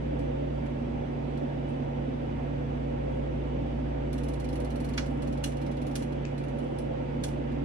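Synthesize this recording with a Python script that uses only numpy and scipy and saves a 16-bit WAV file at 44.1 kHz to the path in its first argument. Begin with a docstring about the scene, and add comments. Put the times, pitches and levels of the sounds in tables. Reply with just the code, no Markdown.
"""Kitchen with fan, stove coil and bacon

An extractor fan and a compressor fill the room: air rush is shaped noise, motor hum is wavering sines.
A stove coil heats under a pan: the metal creeps in runs of small ticks and lets go in louder snaps.
Each is a burst of noise, heard directly and through the ringing modes of coil and pan.
Fingers peel sticky bacon strips beside it as swells of grainy bright noise, with a tap on the tray."""
import sys
import numpy as np
from scipy import signal
from scipy.fft import rfft, irfft, next_fast_len
from scipy.io import wavfile
from scipy.ndimage import uniform_filter1d, map_coordinates

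SR = 44100
rng = np.random.default_rng(int(sys.argv[2]) if len(sys.argv) > 2 else 0)


def generate_wav(signal):
    """Clip the signal to [-1, 1] and save it as 16-bit WAV at the path in sys.argv[1]."""
    frames = np.transpose(np.atleast_2d(signal))
    scaled = np.clip(frames, -1, 1) * 32767
    pcm = np.round(scaled).astype(np.int16)
    wavfile.write(sys.argv[1], SR, pcm)


def rack_gain(trim_db):
    """Turn a fader trim in dB into the linear factor to multiply a signal by."""
    fader = np.asarray(trim_db, float)
    return 10 ** (fader / 20)


N = 336924  # length [samples]
HALVES = np.array([[0.5], [-0.5]])  # splits a left-right difference between the two channels


def unit(x):
    """Scaled to rms 1."""
    return x / np.sqrt(np.mean(x ** 2) + 1e-20)


def along(points, hz):
    """Each column after the first, read at hz on a log axis."""
    f, *columns = np.transpose(points)
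    return [np.interp(np.log(hz + 1), np.log(f + 1), column) for column in columns]


def wobble(rate):
    """A smooth random curve, rate knots a second."""
    knots = rng.standard_normal(int(N * rate / SR) + 4)
    return map_coordinates(knots, [np.arange(N) * rate / SR])


def filtered(x, response):
    """x times a complex response of frequency."""
    n = x.shape[-1]
    m = next_fast_len(n + 8192)
    return irfft(rfft(x, m) * response(np.fft.rfftfreq(m, 1 / SR)), m)[..., :n]


# Standing waves at the microphone lift or cancel the air noise:
# (centre [Hz], width [Hz], mid lift [dB], side lift [dB])
STANDING_WAVES = [(180, 10, 4.5, 7), (488, 10.3, 7.5, 3), (532, 8.7, -5.5, -3), (644, 12, -0.5, -5.5),
                  (673.4, 14, 5.5, -0.5), (700, 13, -0.5, -2), (788, 3.6, 0.5, -1), (842, 11, -8.5, -3),
                  (944, 18, 4, 0.5), (1050, 20, 4, -2), (1656, 50, 3.5, -1)]


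def standing(hz, ripple_db):
    """Gains of mid and side: the strong low modes, and a dense uneven ripple of higher ones."""
    centre, width, *lift_db = np.transpose(STANDING_WAVES)
    bumps = np.exp(-((hz[:, None] - centre) / width) ** 2)
    ripple = [map_coordinates(rng.standard_normal(800), [hz / 35]) for _ in lift_db]
    ripple_share = np.clip(hz / 1000 - 0.5, 0, 1)  # none below 500 Hz, full from 1500 Hz
    return rack_gain(np.array(lift_db) @ bumps.T + ripple_db * np.array(ripple) * ripple_share)


def air(table, inside, patchy_db):
    """Stereo noise: the side signal is partly the mid signal turned in phase, partly its own."""
    z = signal.stft(rng.standard_normal((2, N)), nperseg=512)[2]
    # smoothed random patches in frequency and time make the noise uneven
    patches = uniform_filter1d(rng.standard_normal(z.shape[1:]), 6, axis=0)
    patches = uniform_filter1d(patches, 12, axis=1)
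    noise = signal.istft(z * rack_gain(patchy_db * unit(patches)), nperseg=512)[1][:, :N]
    a, b = np.sqrt(SR / 2) * unit(noise)  # 0 dB per Hz

    def paths(hz):
        mid_db, side_db, in_step, quarter_turn = along(table, hz)
        own = np.sqrt(np.clip(1 - in_step ** 2 - quarter_turn ** 2, 0, 1))
        side = rack_gain(side_db)
        gains = np.array([rack_gain(mid_db), side * (in_step + 1j * quarter_turn), side * own])
        return inside(hz) * standing(hz, ripple_db=2.0)[[0, 1, 1]] * gains

    mid, linked, own = filtered(np.array([a, a, b]), paths)
    return np.array([mid + linked + own, mid - linked - own])


# Basic colour of the low roar and of the hiss above it, before standing waves and the trims in fan():
# (frequency [Hz], mid level [dB per Hz], side level [dB per Hz],
#  part of side in step with mid [-1 to 1], part a quarter turn ahead [-1 to 1])
ROAR_SPECTRUM = [(30, -85, -94, 0.0, -0.1), (45, -74.5, -86.5, -0.3, 0.2), (75, -69.5, -77, -0.4, -0.4),
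                 (114.5, -63.5, -73.5, -0.6, -0.1), (122, -67.5, -70.5, -0.6, -0.2),
                 (178, -68.5, -82.5, -0.2, -0.3), (207, -67.5, -68.5, -0.3, -0.5),
                 (253, -57, -67, -0.6, -0.1), (282, -62, -65, -0.2, -0.9), (348, -65.5, -67, -0.5, -0.5),
                 (370, -71, -86, -0.0, -0.3), (475, -71.5, -66.5, -0.29, -0.5),
                 (563, -70.5, -62.5, -0.2, -0.4), (573, -67.5, -62, -0.86, -0.4),
                 (623, -77, -70.5, -0.6, -0.0), (704, -78, -73, -0.4, -0.5),
                 (790, -74.5, -67.5, -0.5, -0.0), (864, -78.5, -77, -0.63, -0.2),
                 (899, -75.5, -80.5, -0.2, -0.5), (1047, -89.5, -78, -0.2, -0.2)]
HISS_SPECTRUM = [(1300, -85, -89.5, -.3, .1), (1650, -89, -79.5, -.15, .4), (1930, -85.5, -87.5, -.1, .3),
                 (2600, -89, -90.5, -0.72, -.2), (3020, -90.5, -90.5, -0.78, 0),
                 (3340, -94, -94.5, -0.66, 0), (3970, -101, -101, -0.11, 0), (6270, -109, -110, -0.3, 0),
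                 (9300, -117, -121, 0.094, -.5), (10250, -125, -135, 0.089, 0), (12500, -133, -137, 0, 0),
                 (15500, -140, -140, 0, 0)]


def fan():
    """Turbulent air: a low roar coloured by the room and a duller hiss above it."""
    roar = air(ROAR_SPECTRUM, lambda hz: 1 / (1 + (hz / 1150) ** 12), patchy_db=1.03)
    hiss = air(HISS_SPECTRUM, lambda hz: 1 / (1 + (1000 / (hz + 1)) ** 12), patchy_db=0.71)
    return rack_gain(0.5) * roar + rack_gain(-1.5) * hiss


# Slower shafts beat against the lowest motor tone:
# (time per beat [s], time when in step [s], rms level [dB], left-right [dB], left leads [radians])
SHAFT_BEATS = [(4.83, 4.09, -46, 2.5, 0.1), (0.3746, 3.905, -58.7, -3, -0.5)]
# Motor, blade and mains tones, all 1.52 dB stronger once played:
# (frequency [Hz], left rms level [dB], right rms level [dB], right leads [radians])
MOTOR_TONES = [(110.4, -54, -51, -0.2), (141.0, -40, -38, 0.1), (229.0, -52, -51, -0.4),
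               (240.0, -47, -42, -0.6), (282.1, -48, -49, 1.2), (296.0, -55, -52, 1.2),
               (359.5, -52, -51, 0.6), (422.9, -64, -55, -1.8), (479.2, -65, -59, 3.0),
               (507.6, -58, -51, 1.6), (535.8, -45, -45, -3.1), (599.4, -58, -54, 2.4),
               (655.8, -63, -57, -2.9), (719.7, -64, -60, 2.7), (839.9, -68, -68, -2.8)]


def motors():
    """Turning machines hum as sines that waver in phase; the tones above the drone swell too, high ones more."""
    drone_hz, drone_db, drone_pan_db, drone_lead = 59.075, -38.3, -0.4, 0.32  # left-right dB; left leads, radians
    t = np.arange(N) / SR
    drone_phase = 2 * np.pi * drone_hz * t + 0.03 * wobble(1.7)
    drone_level = np.sqrt(2) * rack_gain(drone_db + drone_pan_db * HALVES)
    out = drone_level * np.sin(drone_phase + drone_lead * HALVES)
    for beat_s, step_s, db, pan_db, lead in SHAFT_BEATS:
        phase = drone_phase - 2 * np.pi * (t - step_s) / beat_s
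        out += np.sqrt(2) * rack_gain(db + pan_db * HALVES) * np.sin(phase + lead * HALVES)
    for hz, left_db, right_db, lead in MOTOR_TONES:
        phase = 2 * np.pi * hz * t + 0.0012 * hz * wobble(2)
        swell = unit(rack_gain(0.0059 * hz * wobble(3.02)))
        level = np.sqrt(2) * rack_gain(1.52) * rack_gain([[left_db], [right_db]])
        out += level * swell * np.sin([phase, phase + lead])
    return out


# How long the kitchen rings after a hit: (frequency [Hz], time to fall 60 dB [s])
KITCHEN_DECAY = [(500, 0.48), (3000, 0.18), (7000, 0.27), (12000, 0.24)]


def kitchen(x):
    """A fresh stereo tail for one hit; each frequency dies at its own speed."""
    hz, t, z = signal.stft(rng.standard_normal((2, SR // 3)), SR, nperseg=256)
    decay_s = along(KITCHEN_DECAY, hz)[0][:, None]
    tail = signal.istft(z * rack_gain(-60 * t / decay_s), SR, nperseg=256)[1]
    delayed = np.pad(x, ((0, 0), (300, 0)))  # the tail starts 300 samples late
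    return signal.fftconvolve(delayed, tail / np.linalg.norm(tail[0]), axes=1)


def add(out, s, hit, room_db, ring=0):
    """A hit and its ring at time s; the room answers mostly the broad hit, as the ring is faint far from the pan."""
    start = round(s * SR)
    wet = rack_gain(room_db) * kitchen(hit + 0.31 * ring)
    out[:, start:start + hit.shape[1]] += hit + ring
    out[:, start:start + wet.shape[1]] += wet


# Ringing modes of coil and pan: (frequency [Hz], width [Hz], relative level [dB], left-right [dB])
PAN_MODES = [(1440, 37, -11.5, -16), (1634, 75, -4.5, -5), (2380, 55, -2, -2.5), (2860, 22, -2, -4),
             (2900, 69, -3.5, -2.5), (3370, 150, -4, -3.5), (3720, 84, -10, -1.5), (4070, 45, 0, 4.5),
             (4254, 47, -0.5, -13), (4700, 60, -9.5, -7), (5120, 110, -11, -13.5), (5790, 66, -5, -8.5),
             (6420, 22, -14, 3), (6720, 32, -2, 1), (8060, 24, -3, 15), (9410, 54, -5.5, 0),
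             (9400, 50, -8.5, 11.5), (9300, 60, -9, 2), (10120, 61, 2, 2), (11400, 120, -15, 1),
             (13000, 50, -4, 9.5), (13600, 45, -5, 2.5), (15100, 80, -13.5, -3)]
# Broad rattle of a slip: (frequency [Hz], relative level [dB per Hz])
RATTLE_SPECTRUM = [(300, -88), (700, -29), (1300, -3), (3000, -4.5), (6000, -2), (10000, -8.5),
                   (11000, -20.5), (15500, -23), (16500, -60)]


def slip(db, tilt_db, scatter_db, direct_db, top_hz=16000, focus_hz=3000, focus_db=0, body_db=0):
    """A short rattle of contacts: heard directly, and through the modes of coil and pan."""
    t = np.arange(SR // 6) / SR
    hz, width, level_db, pan_db = np.transpose(PAN_MODES)[:, :, None]
    level_db = level_db + scatter_db * rng.standard_normal(hz.shape)
    size = rack_gain(level_db + pan_db * HALVES[:, :, None])

    def metal(f):
        resonances = 1j * f * width / (hz * hz - f * f + 1j * f * width)
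        modes = np.sum(size * resonances, axis=1)
        modes = modes * rack_gain(focus_db * np.exp(-(np.log((f + 1) / focus_hz) / 0.08) ** 2))
        direct = rack_gain(along(RATTLE_SPECTRUM, f)[0] + direct_db + np.array([[-1.2], [1.2]]))
        colour_db = tilt_db * np.log2(np.maximum(f, 1200) / 6000)
        colour_db = colour_db + body_db / (1 + (f / 2400) ** 6)
        dulling = 0.24 + 0.64 / (1 + (f / top_hz) ** 16)
        return np.array([direct, modes]) * rack_gain(colour_db) * dulling

    envelope = rack_gain(-60 * (t / 0.049) ** 1.44) * (1 - np.exp(-t / 0.0003))  # down 60 dB at 49 ms
    contacts = envelope * rng.standard_normal((2, len(t)))
    return rack_gain(db + 8.5) * filtered(contacts, metal)


# Small slips of the coil under the pan, about twenty a second while a run lasts:
# (time [s], nominal peak level [dB])
COIL_SLIPS = [(0.1905, -55), (0.6592, -58), (1.3726, -54.5), (4.128, -44.5), (4.18, -47), (4.234, -47),
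              (4.2833, -46), (4.335, -47), (4.3984, -47), (4.443, -48), (4.4878, -48.5), (4.527, -49.5),
              (4.555, -47.5), (4.601, -48), (4.6458, -48), (4.7032, -47.5), (4.7565, -48), (4.801, -48),
              (4.8439, -46), (4.8883, -47), (4.935, -47.5), (5.0599, -49), (5.2206, -46), (5.2725, -49),
              (5.325, -49), (5.3732, -53), (5.5184, -52), (5.5677, -50.5), (5.6146, -50), (5.663, -50.5),
              (5.713, -52), (5.7683, -53.5), (5.8167, -49.5), (5.866, -48), (5.9122, -52.5),
              (6.0222, -45.5), (6.123, -53.5), (6.3786, -49.5), (6.4368, -53.5), (6.4827, -55),
              (6.5854, -52.5), (6.785, -47), (7.2834, -49.5), (7.5176, -58)]
# The coil lets go: (time [s], nominal peak level [dB], tilt [dB per octave],
#  frequency above which it is dull [Hz], frequency where the pan answers most [Hz])
COIL_SNAPS = [(4.977, -29.5, -2, 7340, 2600), (5.4394, -32, 1, 14000, 2860),
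              (5.9545, -35.5, 1, 14000, 3180), (7.237, -35.5, 1.5, 14000, 3370)]


def coil():
    """Runs of small slips; a snap is broader, shakes the body of the pan, and a weak slip leads it."""
    full_tilt_db, full_slip_db = -1.5, -47.5  # dB per octave of a full slip; its level
    duller = 0.5  # tilt lost per dB below a full slip
    out = np.zeros((2, N + SR))
    for s, db in COIL_SLIPS:
        tilt_db = full_tilt_db + duller * (db - full_slip_db) + 1.0 * rng.standard_normal()
        rattle, ring = slip(db, tilt_db, scatter_db=2.0, direct_db=-9.0)
        add(out, s, rattle, room_db=-3.5, ring=ring)
    for s, db, tilt_db, top_hz, focus_hz in COIL_SNAPS:
        # the weak slip 5 ms ahead
        rattle, ring = slip(db - 17, 0, scatter_db=1.5, direct_db=-8)
        add(out, s - 0.005, rattle, room_db=0.0, ring=ring)
        rattle, ring = slip(db, tilt_db, scatter_db=1.3, direct_db=-3, top_hz=top_hz,
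                            focus_hz=focus_hz, focus_db=13, body_db=4.5)
        add(out, s, rattle, room_db=-5.5, ring=ring)
    return out[:, :N]


# Sticky peeling, one pull a row:
# (time of the strongest pull [s], level there [dB], rising time [s], fading time [s])
PEEL_PULLS = [(1.69, -74, .05, .05), (3.15, -79, 0.14, .15), (5.1, -71, .06, 0.19), (6.3, -82, 0.16, .15),
              (6.62, -74, .12, 0.22)]
# A fingertip smacks the tray: (time [s], nominal peak level [dB], left-right [dB])
TRAY_TAPS = [(6.2519, -38, 2.5)]


def fingers():
    """Fat parts from fat as fine bright grains; a tap is a short click with a knock of the tray."""
    def peel_band(hz):
        return 1 / (1 + (6000 / (hz + 1)) ** 4) / (1 + (hz / 10500) ** 12)

    def click_band(hz):
        return 1 / (1 + (4000 / (hz + 1)) ** 3) / (1 + (hz / 7500) ** 16)

    out = np.zeros((2, N + SR))
    now = np.arange(N) / SR
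    pull = np.zeros(N)
    for s, db, rise, fade in PEEL_PULLS:
        away = np.maximum((s - now) / rise, (now - s) / fade)
        pull += rack_gain(db - 15 * away)  # 15 dB per rising or fading time
    grains = rng.standard_normal((2, N)) * rack_gain(3 * wobble(150))
    out[:, :N] = pull * unit(filtered(grains, peel_band))

    t = np.arange(SR // 20) / SR
    for s, db, pan_db in TRAY_TAPS:
        click = unit(filtered(rng.standard_normal((2, len(t))), click_band))
        knock = 2.2 * np.sin(2 * np.pi * 2500 * t + np.array([[0], [1.6]]))
        envelope = rack_gain(db + pan_db * HALVES - 60 * t / 0.011) * (1 - np.exp(-t / 0.0003))
        add(out, s, envelope * (click + knock), room_db=-4.5)
    return out[:, :N]


def scene():
    """All sources add up as sound pressure at the microphone."""
    return fan() + motors() + coil() + fingers()


# In the treble the two channels share one signal: # (frequency [Hz], shared part [0-1], right leads [radians])
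TREBLE_SHARING = [(6200, 0, 4), (7900, 0.45, 2.5), (9360, 0.94, 1.5), (10000, 1, -1), (12000, 1, 1.5),
                  (13200, 0.95, -2), (14300, 0.84, -3)]


def share_treble(dry):
    """In the treble both channels carry more and more of the right signal, turned in phase between them."""
    def share(hz):
        part, lead = along(TREBLE_SHARING, hz)
        return np.sqrt(np.clip(part, 0, 1)) * np.exp(0.5j * lead * np.array([[-1], [1]]))

    apart = filtered(dry, lambda hz: np.sqrt(1 - np.abs(share(hz)) ** 2 + 1e-9))
    shared = filtered(dry[[1, 1]], share)
    return apart + shared


def band_limit(x):
    """A steep low-pass at the top of the band."""
    return signal.sosfilt(signal.butter(12, 14620, fs=SR, output="sos"), x)


def record(dry):
    """The finished scene: its treble is shared between the channels, then cut off at the top of the band."""
    mix = share_treble(dry)
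    return band_limit(mix)


dry = scene()
out = record(dry)
generate_wav(out)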